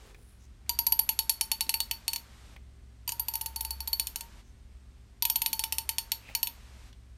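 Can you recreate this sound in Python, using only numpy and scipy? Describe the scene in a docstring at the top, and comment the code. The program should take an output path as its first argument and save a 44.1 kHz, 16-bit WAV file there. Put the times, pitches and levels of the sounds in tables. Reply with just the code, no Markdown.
"""In a small furnished room, close to a phone, a fingertip is drawn three times along a plastic comb.
Each tooth slips off with a snap that rattles the spine, then rings in its bending modes as a cantilever.
A faint, wavering low tone near 425 Hz is heard at the start.
Fingers tap lightly on the comb, and a cat shifting on its mat adds a few soft rustles.
Behind it lie room rumble, a machine's low hum, a thin whine and a faint hiss that swells and sinks."""
import sys
import numpy as np
from scipy import signal
from scipy.fft import rfft, irfft, next_fast_len
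from scipy.io import wavfile
from scipy.ndimage import uniform_filter1d

SR = 44100
rng = np.random.default_rng(int(sys.argv[2]) if len(sys.argv) > 2 else 0)


def dump(signal):
    """Clip the signal to [-1, 1] and save it as 16-bit WAV at the path in sys.argv[1]."""
    limited = np.clip(np.atleast_2d(signal).T, -1, 1)
    pcm = np.round(limited * 32767).astype(np.int16)
    wavfile.write(sys.argv[1], SR, pcm)


N = 316197
TIME = np.arange(N) / SR
AGE = TIME[:11025]  # time since the onset of a short sound [s]


def undb(db):
    """Decibels to amplitude ratio."""
    return 10 ** (np.asarray(db) / 20)


def level(x, db):
    """Set the rms level of a steady sound."""
    return x * undb(db) / np.sqrt(np.mean(x ** 2))


def strength(x, db):
    """Set the energy of a transient, as its level if packed into 10 ms."""
    return x * undb(db) / np.sqrt(np.sum(x ** 2) / (SR / 100))


def colour(x, points, tilt_db=0):
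    """Minimum-phase filter through (frequency [Hz], gain [dB]), tilted an octave either side of 5 kHz."""
    size = 2 * next_fast_len(len(x) // 2 + 1024)
    octave = np.log2(np.maximum(np.arange(size // 2 + 1) * SR / size, 1))
    hz, db = np.transpose(points)
    db = np.interp(octave, np.log2(hz), db) + tilt_db * np.clip(octave - np.log2(5000), -1, 1)
    cepstrum = irfft(np.log(undb(db)))
    cepstrum[1:size // 2] *= 2  # folding the cepstrum makes the filter causal
    cepstrum[size // 2 + 1:] = 0
    return irfft(rfft(x, size) * np.exp(rfft(cepstrum)))[:len(x)]


def broad_resonance(hz):
    """Heavy damping gives a wide peak: (frequency [Hz], gain [dB])."""
    return [(hz / 10, -14), (hz / 1.37, -13), (hz, 0), (hz * 1.35, -14), (hz * 4, -32)]


def wander(rate_hz):
    """Smooth random fluctuation of unit rms."""
    hold = int(SR / rate_hz)
    steps = np.repeat(rng.standard_normal(N // hold + 1), hold)
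    return level(uniform_filter1d(uniform_filter1d(steps, hold), hold)[:N], 0)


def decay(t60):
    """Exponential damping: 60 dB in t60 seconds."""
    return np.exp(-np.log(1000) * AGE / t60)


def sine(hz):
    """Simple harmonic motion at a random phase."""
    return np.sin(2 * np.pi * (hz * AGE + rng.random()))


def add(out, onset, x):
    """Superpose a short sound at its onset [s]."""
    i = max(int(onset * SR), 0)
    out[i:i + len(x)] += x[:N - i]


def room_rumble():
    """Low-frequency noise under slight, slow amplitude modulation."""
    # spectrum of the rumble: (frequency [Hz], gain [dB])
    spectrum = [(20, -13.5), (32, -11.5), (42, 7), (62, -0.5), (78, -8.5), (110, -8), (140, -15),
                (240, -13), (300, -20.5), (420, -29), (700, -30.5), (2000, -65.5)]
    noise = colour(rng.standard_normal(N), spectrum)
    return level(noise * undb(0.87 * wander(2.7)), -55)


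def machine_hum(waver_db=2, loudest_s=3.7, throb_s=1.04, swell_s=0.54):
    """A household machine's line spectrum wavers in pitch and level; the lowest line throbs and swells."""
    # lines of the hum: (frequency [Hz], level [dB])
    partials = [(64, -53.5), (108, -63.5), (220, -79), (393, -78)]
    lines = []
    for hz, db in partials:
        drift_hz = (1.233 + 0.00792 * hz) * wander(8)
        phase = 2 * np.pi * np.cumsum(hz + drift_hz) / SR
        lines.append(level(np.sin(phase) * undb(waver_db * wander(6)), db))
    since = TIME - loudest_s
    throb_db = 2 * np.cos(2 * np.pi * since / throb_s)
    swell_db = 5 * np.exp(-(since / swell_s) ** 2)
    return lines[0] * level(undb(throb_db + swell_db), 0) + sum(lines[1:])


def hiss(floor_db=-69, lift_db=9.5, ramp_s=0.037):
    """Broadband noise, stepping up at the outset and from each run of ticks until a little after it."""
    # spectrum of the hiss: (frequency [Hz], gain [dB])
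    spectrum = [(100, -5.5), (400, -2), (1000, 0), (2200, -2), (4500, -5.5), (8500, -10), (10500, -15.5),
                (13000, -16), (15500, -48.5)]
    # spans of louder hiss: (start [s], end [s])
    spans = [(-.1, 0.13), (.68, 2.56), (3.08, 4.42), (5.23, 6.91)]
    raised = sum(np.clip(np.minimum(TIME - start, end - TIME) / ramp_s + .5, 0, 1) for start, end in spans)
    return level(colour(rng.standard_normal(N), spectrum), floor_db) * undb(lift_db * raised)


def electrical_whine():
    """Narrow-band noise is heard as a faint, high pitch."""
    # spectral peak of the whine: (frequency [Hz], gain [dB])
    spectrum = [(8000, -32.5), (8480, 0), (9000, -31.5)]
    return level(colour(rng.standard_normal(N), spectrum), -83)


def low_tone_and_rustles(grain_db=2):
    """Resonance-filtered noise in Gaussian swells: first a faint, wavering low tone, later soft rustles."""
    # the first two swells are the tone near 425 Hz, the rest are friction of hand, fur and mat:
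    # (time [s], peak level [dB], length [s], centre frequency [Hz])
    swells = [(0.07, -61.5, 0.08, 424), (0.193, -63.5, 0.073, 430), (.29, -68, 0.14, 10000),
              (0.436, -66, 0.044, 6340), (1.675, -59, 0.027, 250), (4.474, -71, .06, 6200),
              (5.513, -52.5, 0.027, 253), (6.284, -54.5, 0.1, 2560), (6.305, -55, 0.019, 746)]
    grainy_noise = rng.standard_normal(N) * undb(grain_db * wander(400))
    out = np.zeros(N)
    for peak_s, db, length, hz in swells:
        near = np.abs(TIME - peak_s) < 2 * length
        swell = np.exp(-2 * ((TIME[near] - peak_s) / length) ** 2)
        out[near] += swell * level(colour(grainy_noise[near], broad_resonance(hz)), db)
    return out


def finger_taps(t60=0.021, rise_s=.0015):
    """Each soft impact of a finger on the comb excites one heavily damped resonance."""
    # contacts: (time [s], level [dB], centre frequency [Hz])
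    contacts = [(0.145, -53.5, 2220), (0.661, -64, 2100), (1.665, -51, 4200), (2.562, -51, 2096),
                (3.0909, -35, 6540), (6.288, -49.5, 2030), (6.928, -58, 3570)]
    out = np.zeros(N)
    for onset, db, hz in contacts:
        push = rng.standard_normal(len(AGE)) * decay(t60) * (1 - np.exp(-AGE / rise_s))
        tap = strength(colour(push, broad_resonance(hz)), db)
        add(out, onset, room_reflections(tap))
    return out


def room_reflections(x, gap_s=0.0055, t60=0.18, tail_db=-11, bounce_db=-18):
    """Direct sound, an early reflection and a diffuse tail, new for each tick as the hand keeps moving."""
    # colour of the tail: (frequency [Hz], gain [dB])
    spectrum = [(900, -4.0), (3000, -5.5), (4500, -4.0), (10500, -5.5),
                (11400, -4.5), (12600, 0.5), (14200, -1.5), (15500, -4.5)]
    tail = colour(rng.standard_normal(len(AGE)) * decay(t60) * (AGE > gap_s), spectrum)
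    response = tail * undb(tail_db) / np.sqrt(np.sum(tail ** 2))
    response[int(gap_s * rng.uniform(.85, 1.25) * SR)] += undb(bounce_db)
    return x + signal.fftconvolve(x, response)[:len(x)]


def spine_snap(db, tilt_db, shared_rattle, crack_t60=0.0029, rattle_t60=0.022):
    """Impulse excitation: a tooth slips free with a kick and a crack, setting the spine's modes ringing."""
    # response of the spine's dense, well damped modes: (frequency [Hz], gain [dB])
    spectrum = [(400, -24), (800, -15.5), (1800, -20), (2550, 0), (4450, -0.5), (4950, -8.5), (5400, -0.5),
                (7000, -1.5), (7750, -6), (8800, 3.5), (10500, 0), (12800, 1.5), (15200, -8), (16000, -16)]
    # its distinct modes: (frequency [Hz], t60 [s], level relative to the snap [dB])
    modes = [(1820, 0.044, -28.5), (2990, 0.076, -17.5), (3460, 0.047, -25), (4268, 0.024, -12),
             (4490, 0.23, -21), (5340, .035, -16), (6990, 0.026, -17.5), (9017, .03, -9),
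             (9820, 0.039, -19), (12850, .03, -20)]
    noise = rng.standard_normal(len(AGE))
    crack = noise * decay(crack_t60)
    rattle = (shared_rattle + noise) / np.sqrt(2) * decay(rattle_t60)
    burst = (crack + rattle) * undb(-2)
    burst[0] += undb(15)  # the kick
    out = strength(colour(burst, spectrum, tilt_db), db)
    for hz, t60, mode_db in modes:
        grip_shift = 1 + 0.0052 * rng.standard_normal()
        out += strength(sine(hz * grip_shift) * decay(t60), db + mode_db)
    return out


def tooth_pitches(place, longest_place=.45, longest_hz=897):
    """Four mode frequencies [Hz]: a longer cantilever rings lower, and mid-comb teeth are the longest."""
    end_hz, reach = (944, longest_place) if place < longest_place else (926, 1 - longest_place)
    first_hz = longest_hz + (end_hz - longest_hz) * ((place - longest_place) / reach) ** 2
    second_hz = 4456 + 214.6 * max(1 - (place / 0.34) ** 2, 0)  # higher over the first third
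    return first_hz, second_hz, 12.55 * first_hz, 15.0 * first_hz


def tooth_levels(place, first_db, second_db, upper_db, third_lead_db):
    """Energy partition among four modes [dB]: along the comb the first fades and the upper two even out."""
    faded_db = first_db - 7.5 * place ** 2
    damped_db = min(faded_db, second_db + 5)  # a finger that damps the second mode damps the first too
    lead_db = third_lead_db * (1 - place)
    fourth_db = upper_db - 10 * np.log10(1 + undb(lead_db) ** 2)
    return damped_db, second_db, fourth_db + lead_db, fourth_db


def tooth_ring(pitches_hz, levels_db, neighbour_count=4):
    """A cantilever's bending modes swell and die; untouched, detuned neighbours ring longer in sympathy."""
    # bending modes: (rise [s], t60 [s], then for the neighbours:
    # detuning spread [ratio], relative level [dB], t60 [s])
    modes = [(0.00077, 0.15, 0.0077, -15.5, 0.46), (0.00056, 0.054, 0.00799, -8.5, 0.13),
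             (0.0058, 0.011, 0.011, -3, 0.023), (0.0013, 0.016, .03, 3, 0.022)]
    out = 0
    for hz, db, (rise, t60, detune, neighbour_db, neighbour_t60) in zip(pitches_hz, levels_db, modes):
        swell = (1 - np.exp(-AGE / rise)) ** 2
        plucked = strength(sine(hz) * swell * decay(t60), 0)
        neighbours = sum(sine(hz * (1 + detune * k)) for k in rng.standard_normal(neighbour_count))
        sympathetic = strength(neighbours * swell * decay(neighbour_t60), neighbour_db)
        out = out + strength(plucked + sympathetic, db)
    return out


def comb_strokes():
    """Plucking: the fingertip bends and releases the teeth in turn, all coupled to the same spine."""
    # passes of the finger, each coloured by its grip: (start [s], end [s], snap tilt [dB/octave],
    # then at the first tooth: first mode's level before damping [dB], third mode over fourth [dB])
    strokes = [(.6, 2.3, -1.5, -38.5, 10), (3.0, 4.3, .2, -41.5, 1.5), (5.1, 6.6, -2, -39, 2)]
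    # tooth releases, each ringing by where the finger catches it:
    # (time [s], snap level [dB], second mode's level [dB], joint level of the upper two modes [dB])
    releases = [(.6937, -28, -28.5, -30), (0.7893, -29, -33, -23), (.867, -29.5, -35, -21),
                (0.9228, -30.5, -32, -19), (0.9921, -28.5, -34.5, -18), (1.091, -27, -36.5, -23),
                (1.1903, -27, -30.5, -24.5), (1.2953, -25, -29, -23.5), (1.411, -25.5, -31.5, -27.5),
                (1.5162, -25, -29, -31), (1.6084, -27, -29, -31), (1.6933, -26.5, -31, -29.5),
                (1.741, -28.5, -27, -30), (1.8037, -27, -28.5, -36.5), (1.9121, -28.5, -33, -39),
                (2.0805, -28.5, -30, -41.5), (2.1331, -31, -35.5, -38), (2.1603, -33, -38.5, -40),
                (3.0775, -37, -37.5, -33), (3.092, -34, -64, -46.5), (3.1208, -36, -43.5, -36.5),
                (3.196, -38.5, -40.5, -26), (3.284, -37, -40, -28.5), (3.3382, -38, -42.5, -33.5),
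                (3.3547, -36, -47, -29.5), (3.412, -36, -47, -32.5), (3.4602, -35.5, -42.5, -33.5),
                (3.5609, -37.5, -37, -34), (3.6083, -36, -44, -31), (3.6496, -37, -40.5, -35),
                (3.707, -37, -33.5, -34.5), (3.8047, -39.5, -39, -38), (3.8753, -38, -38, -31.5),
                (3.9304, -33.5, -25.5, -28), (3.9973, -27.5, -31.5, -29.5), (4.0704, -32.5, -71, -41),
                (4.159, -33, -47, -40), (4.2088, -37.5, -52, -53), (5.2235, -28.5, -33.5, -26),
                (5.2528, -27.5, -41, -25), (5.2996, -28, -46, -24.5), (5.358, -28, -44.5, -24),
                (5.4187, -29, -44.5, -26.5), (5.4612, -28, -34.5, -27), (5.5305, -30.5, -34.5, -29.5),
                (5.5935, -30, -36.5, -30.5), (5.6388, -29.5, -44, -33), (5.724, -29, -38, -31),
                (5.7835, -28.5, -42, -33.5), (5.8916, -27, -34, -33), (5.9835, -27, -36, -34),
                (6.1187, -27.5, -34, -30), (6.3507, -27, -33.5, -30.5), (6.4301, -28, -35, -25.5),
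                (6.472, -34.5, -45, -36)]
    out = np.zeros(N)
    shared_rattle = rng.standard_normal(len(AGE))
    for start, end, tilt_db, first_db, third_lead_db in strokes:
        teeth = [row for row in releases if start <= row[0] < end]
        places = np.linspace(0, 1, len(teeth))  # 0 at the first tooth, 1 at the last
        for place, (onset, snap_db, second_db, upper_db) in zip(places, teeth):
            levels_db = tooth_levels(place, first_db, second_db, upper_db, third_lead_db)
            ring = tooth_ring(tooth_pitches(place), levels_db)
            snap = spine_snap(snap_db, tilt_db, shared_rattle)
            add(out, onset, room_reflections(snap + ring))
    return out


def scene():
    """Superposition of comb, taps, low tone and rustles with the room's background, in one channel."""
    foreground = comb_strokes() + finger_taps() + low_tone_and_rustles()
    background = room_rumble() + machine_hum() + hiss() + electrical_whine()
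    return (foreground + background)[None]


def record(dry, cutoff_hz=15800):
    """Band limiting: the phone's steep low-pass filter removes the highest treble."""
    return signal.sosfilt(signal.ellip(8, .2, 70, cutoff_hz, fs=SR, output="sos"), dry)


dry = scene()
out = record(dry)
dump(out)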